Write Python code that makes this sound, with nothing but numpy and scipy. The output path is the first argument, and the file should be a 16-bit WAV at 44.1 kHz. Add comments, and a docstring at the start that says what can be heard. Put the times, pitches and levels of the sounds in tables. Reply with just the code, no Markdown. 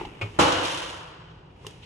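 """Toaster dropped on a counter

A steel toaster is tipped by hand and dropped on a stone kitchen counter, close to a phone: knocks, clacks, a slam.
The slam is noise bursts plus decaying shell and rack modes; dense panel ringing is rippled noise.
Loose wires and springs sizzle as random grains and clink as short noise with chance wire notes.
Small sharp ticks follow (impulse, noise tail, low modes), over room noise, a low hum and a faint hiss."""
import sys
import numpy as np
from scipy import signal
from scipy.fft import rfft, irfft
from scipy.io import wavfile
from scipy.ndimage import uniform_filter1d

SR = 44100
rng = np.random.default_rng(int(sys.argv[2]) if len(sys.argv) > 2 else 0)


def store_pcm(level_fs):
    """Save levels as 16-bit WAV."""
    pcm = np.round(np.clip(level_fs, -1, 1) * 32767).astype(np.int16)
    wavfile.write(sys.argv[1], SR, np.atleast_2d(pcm).T)


N = 81585
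TIME_S = np.arange(N) / SR
FREQS_HZ = np.fft.rfftfreq(N, 1 / SR)
MIC_GAP_M, SOUND_M_S = 0.17, 343
# largest phase difference of a mode between the two microphones
SHELL_PHASE_RAD, PART_PHASE_RAD = 1.07, 0.41


def undb(db):
    """Decibels to gain."""
    return 10 ** (np.asarray(db) / 20)


def over_hz(table, hz):
    """Interpolate (frequency, value) points on a log frequency axis."""
    f, v = np.array(table).T
    return np.interp(np.log(np.maximum(hz, 1)), np.log(f), v)


def level_curve(table):
    """Gain over time from (time, level) points."""
    return undb(np.interp(TIME_S, *np.array(table).T))


# left-right correlation, treble centred near 7.5 kHz and wider around it:
# (frequency [Hz], correlation [-1 to 1])
CORRELATION_HZ = [(500, 0.3), (720, -0.066), (2800, 0.28), (4300, -0.42), (7500, 1), (11000, -0.49)]


def colour(pair, spectrum):
    """Shape a mid/side pair to a spectrum and a left-right correlation, high for long waves; rms 1."""
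    diffuse = np.sinc(2 * FREQS_HZ * MIC_GAP_M / SOUND_M_S)
    listed = np.clip(over_hz(CORRELATION_HZ, FREQS_HZ), -1, 1)
    correlation = np.where(FREQS_HZ < SOUND_M_S / (4 * MIC_GAP_M), diffuse, listed)
    shape = undb(over_hz(spectrum, FREQS_HZ))
    mid, side = rfft(pair) * shape * np.sqrt([1 + correlation, 1 - correlation])
    stereo = irfft(np.array([mid + side, mid - side]), N)
    return stereo / np.sqrt(np.mean(stereo ** 2))


def noise(spectrum):
    """Coloured stereo noise, rms 1."""
    return colour(rng.standard_normal((2, N)), spectrum)


def grains(spectrum, per_s, spread_db):
    """A swarm of tiny contacts of uneven size, rms 1."""
    hit = rng.random(N) < per_s / SR
    size = undb(spread_db * np.minimum(rng.exponential(size=N), 5))
    return colour(hit * size * rng.standard_normal((2, N)), spectrum)


def decay(start_s, t60_s, attack_s=0.0011):
    """Quick rise, exponential fall."""
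    age_s = np.maximum(TIME_S - start_s, 0)
    rise = 1 - np.exp(-age_s / attack_s)
    return rise * np.exp(-np.log(1000) * age_s / t60_s)


def modes(start_s, table, phase_rad=PART_PHASE_RAD):
    """Struck modes, out of step between the sides by chance, as far as the microphone gap allows."""
    out, sides = 0, np.array([[0.5], [-0.5]])
    leads = rng.choice([-1, 1], len(table))
    for (hz, db, t60_s), lead in zip(table, leads):
        phase = lead * min(phase_rad, 2 * np.pi * hz * MIC_GAP_M / SOUND_M_S)
        wave = np.sin(2 * np.pi * hz * (TIME_S - start_s) + sides * phase)
        out = out + undb(db) * decay(start_s, t60_s) * wave
    return out


def wander(span):
    """A smooth random curve of standard deviation 1 that changes over about span points."""
    width = max(int(span), 2)
    curve = uniform_filter1d(uniform_filter1d(rng.standard_normal(N), width), width)
    return curve / curve.std()


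# base lands edge after edge, then chatters: (time [s], level [dB])
LANDINGS_S_DB = [(0.3885, -15), (0.3956, -13.5), (0.422, -28), (0.464, -29), (0.4825, -21), (0.503, -24),
                 (0.5185, -29), (0.6497, -40)]
# colour of a landing: (frequency [Hz], relative density [dB per Hz])
SLAM_HZ_DB = [(45, -25), (80, -36), (170, -16), (250, -20), (330, -7), (420, -6), (900, 3.5), (1350, 2.5),
              (1900, -15), (3500, -27), (7000, -20.5), (12000, -36)]
# clear shell modes: (frequency [Hz], level [dB], t60 [s])
SHELL_HZ_DB_S = [(94.65, -32, 1.02), (152.3, -27, 0.32), (180.3, -21.5, 0.26), (216, -25, 0.27),
                 (322.5, -28, 1.23), (343.6, -14.5, 0.14), (486.3, -24, 1.03), (540.5, -29.5, 1.15),
                 (600.5, -36, 1), (624, -15.5, 0.11), (678, -25, 0.064), (812, -20.5, 0.43),
                 (854, -17, 0.27), (926, -33.5, 1.58), (991, -31.5, 1.59), (1095, -21.5, 0.43),
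                 (1213, -25.5, 0.37), (1246, -33, 0.11)]
# long notes of the wire racks: (frequency [Hz], level [dB], t60 [s])
RACKS_HZ_DB_S = [(1365, -34.5, 1.6), (1520, -39.5, 1.2), (1717, -37, 0.91), (2137, -46, 0.92),
                 (2580, -56, 0.52), (2920, -39, 1.6), (2990, -47, 0.87), (4000, -34.5, 0.45)]
SLAM_T60_S, SLAM_ATTACK_S = 0.096, 0.00047


def slam():
    """The base hits the counter; the first landing sets shell and racks ringing."""
    blows = 0
    for s, db in LANDINGS_S_DB:
        blows = blows + undb(db) * decay(s, SLAM_T60_S, SLAM_ATTACK_S) * noise(SLAM_HZ_DB)
    return blows + modes(LANDINGS_S_DB[0][0], SHELL_HZ_DB_S + RACKS_HZ_DB_S, SHELL_PHASE_RAD)


# dense ringing of panels and wire racks: (frequency [Hz], relative density [dB per Hz])
RING_HZ_DB = [(30, -17), (80, -4), (130, -3), (230, -14.5), (300, 4.5), (400, -4), (520, 2.5), (650, -3),
              (950, 1), (1450, -3.5), (2050, -11), (2500, -12), (2900, -7), (3700, -14.5), (5000, -19.5),
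              (11000, -41.5), (12300, -72)]
# its decay: (frequency [Hz], t60 [s])
RING_HZ_T60_S = [(80, 1.04), (300, 1.23), (1000, 1.616), (3000, 1.744), (9000, 1.44)]
RING_DB, RING_ATTACK_S = -18, 0.0065
RIPPLE_DB, RIPPLE_WIDTH_HZ = 2, 9.9
FLUTTER_DB, FLUTTER_S = 0.9, 0.012


def panel_ring():
    """Dense ringing of thin steel as unevenly rippled noise; each range flutters and decays at its own pace."""
    ripple = undb(RIPPLE_DB * wander(RIPPLE_WIDTH_HZ * N / SR)[:len(FREQS_HZ)])
    field = rfft(noise(RING_HZ_DB)) * ripple / np.sqrt(np.mean(ripple ** 2))
    out = 0
    for hz, t60_s in RING_HZ_T60_S:
        # crossfaded bands that sum to 1
        share = over_hz([(f, float(f == hz)) for f, _ in RING_HZ_T60_S], FREQS_HZ)
        flutter = undb(FLUTTER_DB * wander(FLUTTER_S * SR))
        fade = decay(LANDINGS_S_DB[0][0], t60_s, RING_ATTACK_S)
        out = out + irfft(field * share, N) * flutter * fade
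    return undb(RING_DB) * out


CLINK_LOW_HZ, CLINK_HIGH_HZ = 1304, 9550
CLINK_RING_DB, CLINK_RING_T60_S = -8, 0.66


def wire_notes(start_s, count):
    """A chance handful of thin wire notes, different at every call; nominal rms 1 at the start."""
    hz = CLINK_LOW_HZ * (CLINK_HIGH_HZ / CLINK_LOW_HZ) ** rng.random(count)
    db = over_hz(SIZZLE_HZ_DB, hz)
    notes = [(f, d, CLINK_RING_T60_S) for f, d in zip(hz, db)]
    return modes(start_s, notes, SHELL_PHASE_RAD) / np.sqrt(np.sum(undb(db) ** 2) / 2)


# loose racks and springs clink against the shell: (time [s], level [dB])
CLINKS_S_DB = [(0.3985, -26), (0.411, -28), (0.5205, -25), (0.6501, -29), (0.773, -30.5), (0.826, -36.5)]
CLINK_T60_S = 0.076


def clinks():
    """Each clink is a short noise crack, coloured like the sizzle, with its own ringing wire notes."""
    out = 0
    for s, db in CLINKS_S_DB:
        crack = decay(s, CLINK_T60_S) * noise(SIZZLE_HZ_DB)
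        out = out + undb(db) * (crack + undb(CLINK_RING_DB) * wire_notes(s, count=14))
    return out


# sizzling treble: (time [s], level [dB])
SIZZLE_S_DB = [(.386, -72), (.392, -24), (.43, -25.5), (.5, -34.5), (.6, -38), (.66, -31.5), (.77, -36),
               (.9, -41.5), (1.1, -58.5), (1.4, -99)]
# its colour, shared by clinks and hiss: (frequency [Hz], relative density [dB per Hz])
SIZZLE_HZ_DB = [(800, -4), (2200, 0), (3000, 7), (4300, -1), (4900, -3), (5800, -2), (7000, -7.5),
                (8500, -12.5), (10800, -9.5), (12000, -27)]


def sizzle():
    """Loose wires and springs chatter inside the shaken body."""
    return level_curve(SIZZLE_S_DB) * grains(SIZZLE_HZ_DB, per_s=4000, spread_db=-1.5)


# loose metal part clacks as the body tilts: (time [s], level [dB])
CLACKS_S_DB = [(0.2129, -25), (0.2189, -29.5)]
# its modes: (frequency [Hz], relative level [dB], t60 [s])
CLACK_HZ_DB_S = [(406, -8, 0.41), (555, -12, 0.2), (2224, -4, 0.15), (2450, -2, 0.13), (2570, -5, 0.093),
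                 (2784, -7.5, 0.1), (3170, -9, 0.027)]
# its noise colour: (frequency [Hz], relative density [dB per Hz])
CLACK_NOISE_HZ_DB = [(120, -34), (200, -14.5), (1200, -9), (1700, -21.5), (2600, -10), (3940, -25),
                     (12000, -47.5)]
CLACK_NOISE_DB, CLACK_T60_S = -2.5, 0.12
THUMP_S, THUMP_HZ, THUMP_DB, THUMP_T60_S, THUMP_ATTACK_S = 0.223, 104.6, -18.5, 0.18, 0.0098


def tilt():
    """A metal part clacks over (modes, noise); the weight thumps on a rubber foot (decaying sine)."""
    clacks = 0
    for s, db in CLACKS_S_DB:
        rattle = undb(CLACK_NOISE_DB) * decay(s, CLACK_T60_S) * noise(CLACK_NOISE_HZ_DB)
        clacks = clacks + undb(db) * (modes(s, CLACK_HZ_DB_S) + rattle)
    wave = np.sin(2 * np.pi * THUMP_HZ * (TIME_S - THUMP_S))
    return clacks + undb(THUMP_DB) * decay(THUMP_S, THUMP_T60_S, THUMP_ATTACK_S) * wave


# dull knocks: (time [s], level [dB], pitch ratio, hollow-mode weight [dB])
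KNOCKS_S_DB = [(.001, -33.5, 0.94, -5), (0.0122, -25, 1.02, 1.5), (0.0504, -28, 0.98, -16),
               (1.647, -36.5, 1.23, -1)]
# their noise colour: (frequency [Hz], relative density [dB per Hz])
KNOCK_HZ_DB = [(100, 17), (250, -27), (380, 3), (560, -22), (850, 10.5), (1300, -44), (2000, -3),
               (2750, -7), (4200, -21), (11000, -34)]
# their modes before the pitch ratio: (frequency [Hz], relative level [dB], t60 [s])
KNOCK_TAP_HZ_DB_S = [(863, -0.5, 0.04), (923, -5, 0.028)]
# their hollow low modes before ratio and weight: (frequency [Hz], relative level [dB], t60 [s])
KNOCK_HOLLOW_HZ_DB_S = [(357, -6, 0.11), (400, -5, 0.084)]
KNOCK_NOISE_DB, KNOCK_T60_S = -7.5, 0.1


def knocks():
    """Dull little knocks: tap and hollow modes scaled in pitch, plus a noise burst."""
    out = 0
    for s, db, pitch, hollow_db in KNOCKS_S_DB:
        tap = modes(s, [(hz * pitch, *rest) for hz, *rest in KNOCK_TAP_HZ_DB_S])
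        hollow = modes(s, [(hz * pitch, *rest) for hz, *rest in KNOCK_HOLLOW_HZ_DB_S])
        burst = undb(KNOCK_NOISE_DB) * decay(s, KNOCK_T60_S) * noise(KNOCK_HZ_DB)
        out = out + undb(db) * (tap + undb(hollow_db) * hollow + burst)
    return out


# sharp ticks: (time [s], level [dB])
TICKS_S_DB = [(1.6671, -28.5), (1.709, -45.5)]
# their colour: (frequency [Hz], relative density [dB per Hz])
TICK_HZ_DB = [(100, -9), (430, 6), (640, -14), (950, 9), (1450, -14), (1800, 4.5), (2150, -9), (2850, 7),
              (4300, -4), (5200, -2), (7000, -8.5), (13000, -13)]
# body that a tick shakes: (frequency [Hz], relative level [dB], t60 [s])
TICK_BODY_HZ_DB_S = [(116.6, -16, 0.3), (425, -8, 0.076), (1044, -12, 0.019)]
TICK_SNAP_DB, TICK_T60_S = 10, 0.013
TICK_TAIL_DB, TICK_TAIL_T60_S = -12.5, 0.095


def ticks():
    """Each tick is a sharp snap with a low body and a short tail from the counter and cupboards."""
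    out = 0
    for s, db in TICKS_S_DB:
        impulse = signal.unit_impulse(N, int(s * SR))
        snap = colour(np.array([impulse, np.zeros(N)]), TICK_HZ_DB)
        fade = decay(s, TICK_T60_S) + undb(TICK_TAIL_DB) * decay(s, TICK_TAIL_T60_S)
        tail = fade * noise(TICK_HZ_DB)
        body = modes(s, TICK_BODY_HZ_DB_S)
        out = out + undb(db) * (undb(TICK_SNAP_DB) * snap / snap.max() + tail + body)
    return out


# brief light scuffs: (time [s], half-length [s], level [dB])
SCUFFS_S_S_DB = [(0.054, 0.0052, -41.5), (1.84, 0.017, -47.5)]
# their colour: (frequency [Hz], relative density [dB per Hz])
SCUFF_HZ_DB = [(300, -9), (1000, -12), (1800, -9), (2900, 5.5), (4500, -8.5), (11000, -31)]


def scuffs():
    """Light scuffs: noise under bell-shaped swells."""
    swells = sum(undb(db) * np.exp(-((TIME_S - s) / half_s) ** 2) for s, half_s, db in SCUFFS_S_S_DB)
    return swells * noise(SCUFF_HZ_DB)


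# soft rubbing and rustling: (time [s], level [dB])
RUSTLE_S_DB = [(0, -37), (.06, -43), (.1, -45), (.19, -47), (.25, -37), (.31, -49), (.38, -45), (.6, -90),
               (1.55, -60), (1.69, -50.5), (1.84, -57.5)]
# its colour: (frequency [Hz], relative density [dB per Hz])
RUSTLE_HZ_DB = [(150, 2.5), (400, 3), (600, -5), (900, -1), (1600, -10.5), (2800, -5.5), (4200, -22),
                (6500, -30), (11000, -36)]


def rustle():
    """Soft rubbing as a swarm of small contacts."""
    return level_curve(RUSTLE_S_DB) * grains(RUSTLE_HZ_DB, per_s=3300, spread_db=-0.5)


# room noise: (frequency [Hz], relative density [dB per Hz])
ROOM_HZ_DB = [(24, -20), (45, 1.5), (110, 1), (160, -1), (220, -14.5), (380, -8), (600, -16.5),
              (950, -13.5), (1800, -58), (2800, -37), (4500, -47), (11000, -85)]
# faint high hiss: (time [s], level [dB])
HISS_S_DB = [(0, -54), (.18, -70), (.3, -55.5), (1.5, -85), (1.68, -52.5), (1.8, -61)]
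ROOM_DB, HUM_HZ, HUM_DB = -49, 165, -55.5


def kitchen():
    """Low room noise, an appliance's hum (sine) and a faint hiss coloured like the sizzle."""
    room = undb(ROOM_DB) * noise(ROOM_HZ_DB)
    hum = undb(HUM_DB) * np.sin(2 * np.pi * HUM_HZ * TIME_S)
    hiss = level_curve(HISS_S_DB) * noise(SIZZLE_HZ_DB)
    return room + hum + hiss


def scene():
    """Everything at the two microphones."""
    drop = slam() + panel_ring() + clinks() + sizzle()
    handling = tilt() + knocks() + scuffs() + rustle()
    return drop + handling + ticks() + kitchen()


CEILING, RUMBLE_HZ, TOP_HZ = 1.1, 35.4, 12645


def record(dry):
    """The phone rounds the loudest peaks and cuts the deepest rumble and the top."""
    rounded = CEILING * np.tanh(dry / CEILING)
    low_cut = signal.butter(2, RUMBLE_HZ, "high", fs=SR, output="sos")
    # 0.2 dB passband ripple, 70 dB stopband
    top_cut = signal.ellip(8, 0.2, 70, TOP_HZ, fs=SR, output="sos")
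    return signal.sosfilt(top_cut, signal.sosfilt(low_cut, rounded))


dry = scene()
out = record(dry)
store_pcm(out)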